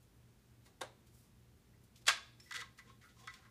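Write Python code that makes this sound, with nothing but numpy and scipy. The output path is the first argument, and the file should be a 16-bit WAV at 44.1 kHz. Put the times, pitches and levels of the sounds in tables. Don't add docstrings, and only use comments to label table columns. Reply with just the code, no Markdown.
import sys
import numpy as np
from scipy import signal
from scipy.fft import rfft, irfft, next_fast_len
from scipy.io import wavfile

SR = 44100
rng = np.random.default_rng(int(sys.argv[2]) if len(sys.argv) > 2 else 0)


def to_wav(sig):
    pcm = np.clip(np.atleast_2d(sig), -1, 1) * 32767
    pcm = np.round(pcm).astype(np.int16)
    wavfile.write(sys.argv[1], SR, pcm.T)


def gain_from_db(level_db):
    decades = np.asarray(level_db, float) / 20
    return 10 ** decades


N = 154350
GRIT_DB = 1

# mode_hz, level_db, t60_s
POLE_MODES = [(480, -14, .12), (770, -18, .09), (1060, 0, .08), (1320, -1, .045), (1420, -3, .06),
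              (1590, 1, .05), (1860, -6, .03), (1990, 2, .075), (2170, -3, .04), (2980, -9, .035),
              (3450, -5, .035), (3790, -5, .03), (4450, -8, .035), (5570, -10, .03)]
# freq_hz, level_db
POLE_CRACK = [(850, -31), (1100, -10.5), (2000, 1), (2600, -5.5), (3800, -5), (7000, -8.5), (15500, -25.5)]


def unit(x):
    return x / np.sqrt(np.mean(x ** 2) + 1e-20)


def unit_energy(x):
    return x / np.linalg.norm(x, axis=-1, keepdims=True)


def along(points, hz):
    point_hz, values = np.transpose(points)
    return np.interp(np.log(hz + 1), np.log(point_hz + 1), values)


def filtered(x, response):
    size = next_fast_len(x.shape[-1] + 8192)
    spectrum = rfft(x, size) * response(np.fft.rfftfreq(size, 1 / SR))
    return irfft(spectrum, size)[..., :x.shape[-1]]


def coloured(points):
    low_hz, high_hz = points[0][0], points[-1][0]

    def gain(hz):
        low_edge = np.clip(hz / low_hz, 0, 1) ** 5
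        high_edge = np.clip(high_hz / (hz + 1), 0, 1) ** 2
        return gain_from_db(along(points, hz)) * low_edge * high_edge
    return gain


def grit(size, spread_db):
    return unit(rng.standard_normal(size) * gain_from_db(spread_db * rng.exponential(size=size)))


def air():
    # freq_hz, level_db per Hz
    rumble_colour = [(30, -22.5), (62, -5.5), (90, -9), (150, -14), (219, -11), (259, -18), (400, -19.5),
                     (600, -38.5)]
    # freq_hz, level_db per Hz
    hiss_colour = [(290, -21.5), (500, -3), (530, -6), (1720, -11), (1900, -11.5), (15400, -20)]
    rumble = unit(filtered(rng.standard_normal(N), coloured(rumble_colour)))
    hiss = unit(filtered(rng.standard_normal(N), coloured(hiss_colour)))
    opposed_s = 1.895
    turn = 2 * np.pi * (np.arange(N) / SR - opposed_s)
    first_motor = gain_from_db(-68) * np.sin(120.18 * turn)
    second_motor = gain_from_db(-71.5) * np.sin(116.82 * turn)
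    return gain_from_db(-68) * rumble + gain_from_db(-75) * hiss + first_motor - second_motor


def feathers():
    # start_s (the peak), level_db, rise_s, fall_s, share of fine tips (0-1)
    brushes = [(.03, -74.5, .01, 0.013, 1), (.665, -64.5, .014, 0.022, 0.33), (1.07, -66, .004, .012, 0.4),
               (1.15, -68.5, .025, .022, 0.73), (1.185, -70, .011, 0.038, 0.8), (1.24, -74, .02, .04, 0.47),
               (1.82, -81, .01, .01, 0.9), (1.839, -70.5, .002, 0.014, 1), (1.96, -60.5, .002, .008, 0.02),
               (1.975, -66, .003, 0.018, 0.4), (2.016, -73, .003, 0.0065, .2),
               (2.022, -70, .003, 0.0065, 0.1), (2.44, -66.5, .034, 0.066, .5),
               (2.779, -63, .0032, 0.024, 0.36), (3.05, -73.5, .03, .05, 0.86),
               (3.201, -66.5, .029, .05, 0.06), (3.34, -68, .026, 0.033, 0.1)]
    # freq_hz, level_db
    vane_colour = [(2200, -4), (3500, 0.5), (7000, -1.5), (12000, -12), (15500, -11)]
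    # freq_hz, level_db
    tip_colour = [(4000, -10), (7000, -3), (10000, -2.5), (15500, -6.5)]
    t = np.arange(N) / SR
    vanes = unit(filtered(grit(N, GRIT_DB), coloured(vane_colour)))
    tips = unit(filtered(grit(N, GRIT_DB), coloured(tip_colour)))
    out = np.zeros(N)
    for peak_s, level_db, rise_s, fall_s, fine in brushes:
        swell = np.exp(-np.where(t < peak_s, (peak_s - t) / rise_s, (t - peak_s) / fall_s))
        out += gain_from_db(level_db) * swell * ((1 - fine) * vanes + fine * tips)
    return out


def room(x):
    # freq_hz, t60_s
    decay_times = [(300, 0.34), (1200, 0.23), (4000, .24), (10000, 0.16), (15000, 0.097)]
    delay_s, late_db, late_longer = .005, -14.5, 2.37
    hz, t, grains = signal.stft(grit(SR // 2, .8), SR, nperseg=256)
    fall_db = -60 * t / along(decay_times, hz)[:, None]
    decay = np.hypot(gain_from_db(fall_db), gain_from_db(late_db + fall_db / late_longer))
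    tail = signal.istft(grains * decay, SR, nperseg=256)[1]
    delayed = np.pad(x, (round(delay_s * SR), 0))
    return signal.fftconvolve(delayed, tail / np.linalg.norm(tail))


def near_db(hz, pitch_hz, reach_octaves):
    return -3 * (np.log2((hz + 1) / pitch_hz) / reach_octaves) ** 2


def knocks(contacts, modes, crack, low_hz, room_db):
    attack_s, swell_s = .0007, .001
    pitch_reach, reach_at_s = .3, .008
    crack_reach = 2.23
    scatter_db, detune = 1.2, .002
    ring_in_room_db = -2
    lead = 512
    out, t = np.zeros(N + SR), np.arange(SR // 5) / SR
    hz, mode_db, t60 = np.transpose(modes)[:, :, None]
    for start_s, level_db, length_s, pitch_hz, crack_db in contacts:
        push = grit(len(t), GRIT_DB) * (1 - np.exp(-t / attack_s)) * np.exp(-(t / length_s) ** 2)
        loaded_hz = hz * (1 + detune * rng.standard_normal(hz.shape))
        free = gain_from_db(-60 * t / t60) * np.sin(2 * np.pi * loaded_hz * t) * (1 - np.exp(-t / swell_s))
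        push = np.pad(push, (lead, 0))[:len(t)]

        reach = pitch_reach * np.clip(reach_at_s / length_s, .3, 2.5)
        share_db = mode_db + near_db(hz, pitch_hz, reach) + scatter_db * rng.standard_normal(hz.shape)
        driven = signal.fftconvolve(push[None], free, axes=1)[:, :len(t)]
        ring = unit_energy(np.sum(gain_from_db(share_db) * unit_energy(driven), 0))

        def crack_colour(f):
            return coloured(crack)(f) * gain_from_db(near_db(f, pitch_hz, crack_reach))
        impulse = np.arange(len(t)) == lead
        snap, click = unit_energy(filtered(np.array([push, impulse]), crack_colour))

        gain = gain_from_db(level_db) * np.sqrt(length_s * SR)
        start = round(start_s * SR) - lead
        out[start:][:len(t)] += gain * (ring + gain_from_db(crack_db) * snap)
        echo = room(gain_from_db(ring_in_room_db) * ring + gain_from_db(crack_db) * click)
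        out[start:][:len(echo)] += gain * gain_from_db(room_db) * echo
    return signal.sosfilt(signal.butter(5, low_hz, 'high', fs=SR, output='sos'), out[:N])


def upper_shelf_taps():
    # start_s, level_db, length_s, pitch_hz, crack over ring (dB)
    taps = [(.658, -70, 0.011, 1980, -2), (.66, -78.5, 0.051, 775, -10), (.665, -77.5, .025, 1120, -1),
            (.809, -50, 0.005, 930, 1), (.812, -44, 0.002, 910, -7), (.814, -43, 0.0011, 3715, 2),
            (.816, -37, 0.0011, 600, 4), (.8165, -43.5, 0.0022, 3750, 1), (.819, -44.5, 0.0022, 1560, 2),
            (.8285, -54, 0.0023, 1100, -11), (.833, -51, 0.0051, 610, -2), (1.73, -77, 0.018, 1920, -20)]
    # mode_hz, level_db, t60_s
    shelf_modes = [(400, -1, .06), (537, 0, .07), (590, -3, .05), (775, -5, .04), (960, -2, .045),
                   (1140, -3, .04), (1245, -5, .04), (1442, -2, .045), (1615, -3, .04), (1965, -8, .03),
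                   (2130, -8, .03), (3112, -10, .03), (3715, -4, .014), (3900, -8, .018)]
    # freq_hz, level_db
    shelf_crack = [(300, -8.5), (913, -3.5), (3200, -14), (3700, -8.5), (4500, -15.5), (10000, -15),
                   (15500, -36)]
    return knocks(taps, shelf_modes, shelf_crack, low_hz=245, room_db=-8.5)


def rod_slap():
    # start_s, level_db, length_s, pitch_hz, crack over ring (dB)
    contacts = [(2.056, -67, 0.0035, 3050, 10), (2.064, -52.5, 0.0019, 4000, 3),
                (2.0675, -42.5, 0.0064, 4750, 2.5), (2.073, -45, 0.0082, 3500, 1),
                (2.0788, -29.5, 0.0023, 2490, 3.5), (2.0818, -26, 0.0015, 2960, 5),
                (2.0842, -22, .0028, 2390, 0), (2.0905, -27, 0.0019, 1410, -2),
                (2.092, -43, 0.0023, 9000, 9.5), (2.098, -30, .004, 1850, -8),
                (2.162, -52, 0.0023, 1800, 0.5), (2.171, -49, 0.0026, 2200, -4)]
    # mode_hz, level_db, t60_s
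    struck_modes = [(225, -14, .07), (430, -9, .06), (670, -8, .06), (957, -8, .04), (1120, 2, .05),
                    (1246, -1, .05), (1418, -4, .04), (1613, 2, .04), (2080, -3, .035), (2233, -4, .03),
                    (2477, -4, .035), (2740, -5, .03), (3480, -1, .018), (4750, -6, .025)]
    # freq_hz, level_db
    slap_crack = [(330, -12.5), (1150, -3.5), (2900, -3), (3450, 2), (7000, -6), (11000, -13), (13500, -23),
                  (15500, -30.5)]
    return knocks(contacts, struck_modes, slap_crack, low_hz=190, room_db=-6.5)


def swivel_clinks():
    # start_s, level_db, length_s, pitch_hz, crack over ring (dB)
    clinks = [
        (2.399, -57.5, 0.0065, 5500, -5),
        (2.42, -74, .012, 5300, -8),
        (2.438, -73, .018, 5100, -5),
        (2.47, -77, .02, 5100, 4),
    ]
    # mode_hz, level_db, t60_s
    swivel_modes = [(2670, -2, .04), (5190, -5, .05), (5410, 1, .045), (7337, -5, .025), (9771, 1, .04)]
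    return knocks(clinks, swivel_modes, POLE_CRACK, low_hz=500, room_db=-7)


def pole_rattle_and_taps():
    # start_s, level_db, length_s, pitch_hz, crack over ring (dB)
    rattle = [(2.458, -67.5, 0.025, 1950, -21), (2.493, -69.5, 0.012, 1990, 3),
              (2.5085, -44, 0.0042, 1610, -5), (2.5115, -44.5, .003, 1300, -5),
              (2.519, -55, 0.0037, 1990, -6), (2.521, -48.5, 0.0045, 3600, 0.5),
              (2.5395, -44.5, .003, 1900, -5), (2.5425, -45.5, 0.0048, 1590, 0.5),
              (2.549, -49.5, 0.0056, 3000, 3), (2.5555, -49, 0.0057, 1900, 0.5),
              (2.558, -47.5, 0.0066, 3790, 2.5), (2.565, -52.5, 0.0041, 1980, 9.5),
              (2.572, -57, 0.0067, 4400, 3), (2.581, -49.5, 0.015, 1970, -7.5),
              (2.592, -53.5, 0.011, 1980, 1.5), (2.603, -52.5, 0.0061, 1680, 4),
              (2.6105, -50, 0.0071, 3610, 0.5), (2.6165, -45, 0.0057, 1270, -10),
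              (2.626, -77, 0.0077, 1985, -11), (2.638, -61, 0.017, 1050, -10)]
    # start_s, level_db, length_s, pitch_hz, crack over ring (dB)
    taps = [(2.784, -57.5, 0.0096, 1593, -5), (2.787, -59, 0.013, 2140, -1.5),
            (2.794, -69, 0.023, 1007, -24.5), (2.84, -73, .012, 1580, -4), (2.857, -72, .03, 1060, -4),
            (2.873, -77, 0.076, 3590, 2), (2.882, -75, 0.017, 1486, -3), (2.894, -59.5, 0.013, 1060, -9.5),
            (3.012, -72, 0.066, 2170, 0), (3.027, -66.5, 0.054, 1416, -8), (3.087, -79, 0.047, 3460, 5.5),
            (3.166, -69.5, 0.011, 1070, -17), (3.187, -67.5, 0.079, 1040, -6.5),
            (3.234, -71.5, 0.084, 3430, -2.5), (3.273, -40.5, 0.0037, 1320, -8.5),
            (3.285, -58.5, 0.022, 1980, -24), (3.277, -63, .012, 4420, -5),
            (3.293, -67.5, 0.057, 1030, -1.5), (3.338, -59, 0.0066, 4950, 2.5),
            (3.344, -74, 0.049, 1470, 6), (3.385, -73, 0.037, 1050, -2.5), (3.42, -73.5, 0.045, 1460, -2),
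            (3.45, -60.5, 0.0054, 1540, -11), (3.456, -72, 0.028, 1050, -2.5)]
    return knocks(rattle + taps, POLE_MODES[2:], POLE_CRACK, low_hz=930, room_db=-7.5)


def pole_sway():
    # start_s, level_db, length_s, pitch_hz, crack over ring (dB)
    pushes = [
        (2.55, -67, .06, 480, -20),
        (2.57, -72, .05, 770, -20),
        (2.843, -77, .084, 475, -24),
        (3.205, -72, .04, 770, -20),
        (3.23, -75, .08, 480, -20),
        (3.37, -78, .04, 770, -18),
    ]
    return knocks(pushes, POLE_MODES, POLE_CRACK, low_hz=200, room_db=-8)


def scene():
    brush = feathers()
    brush_in_room = gain_from_db(-9.0) * room(brush)[:N]
    shelves = upper_shelf_taps() + rod_slap()
    pole = pole_rattle_and_taps() + pole_sway()
    return (air() + brush + brush_in_room + shelves + swivel_clinks() + pole)[None]


def roll_off(x):
    return signal.sosfilt(signal.butter(12, 15680, fs=SR, output="sos"), x)


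def record(dry):
    top_hz = 15470
    mix = filtered(dry, lambda hz: hz < top_hz)
    return roll_off(mix)


dry = scene()
out = record(dry)
to_wav(out)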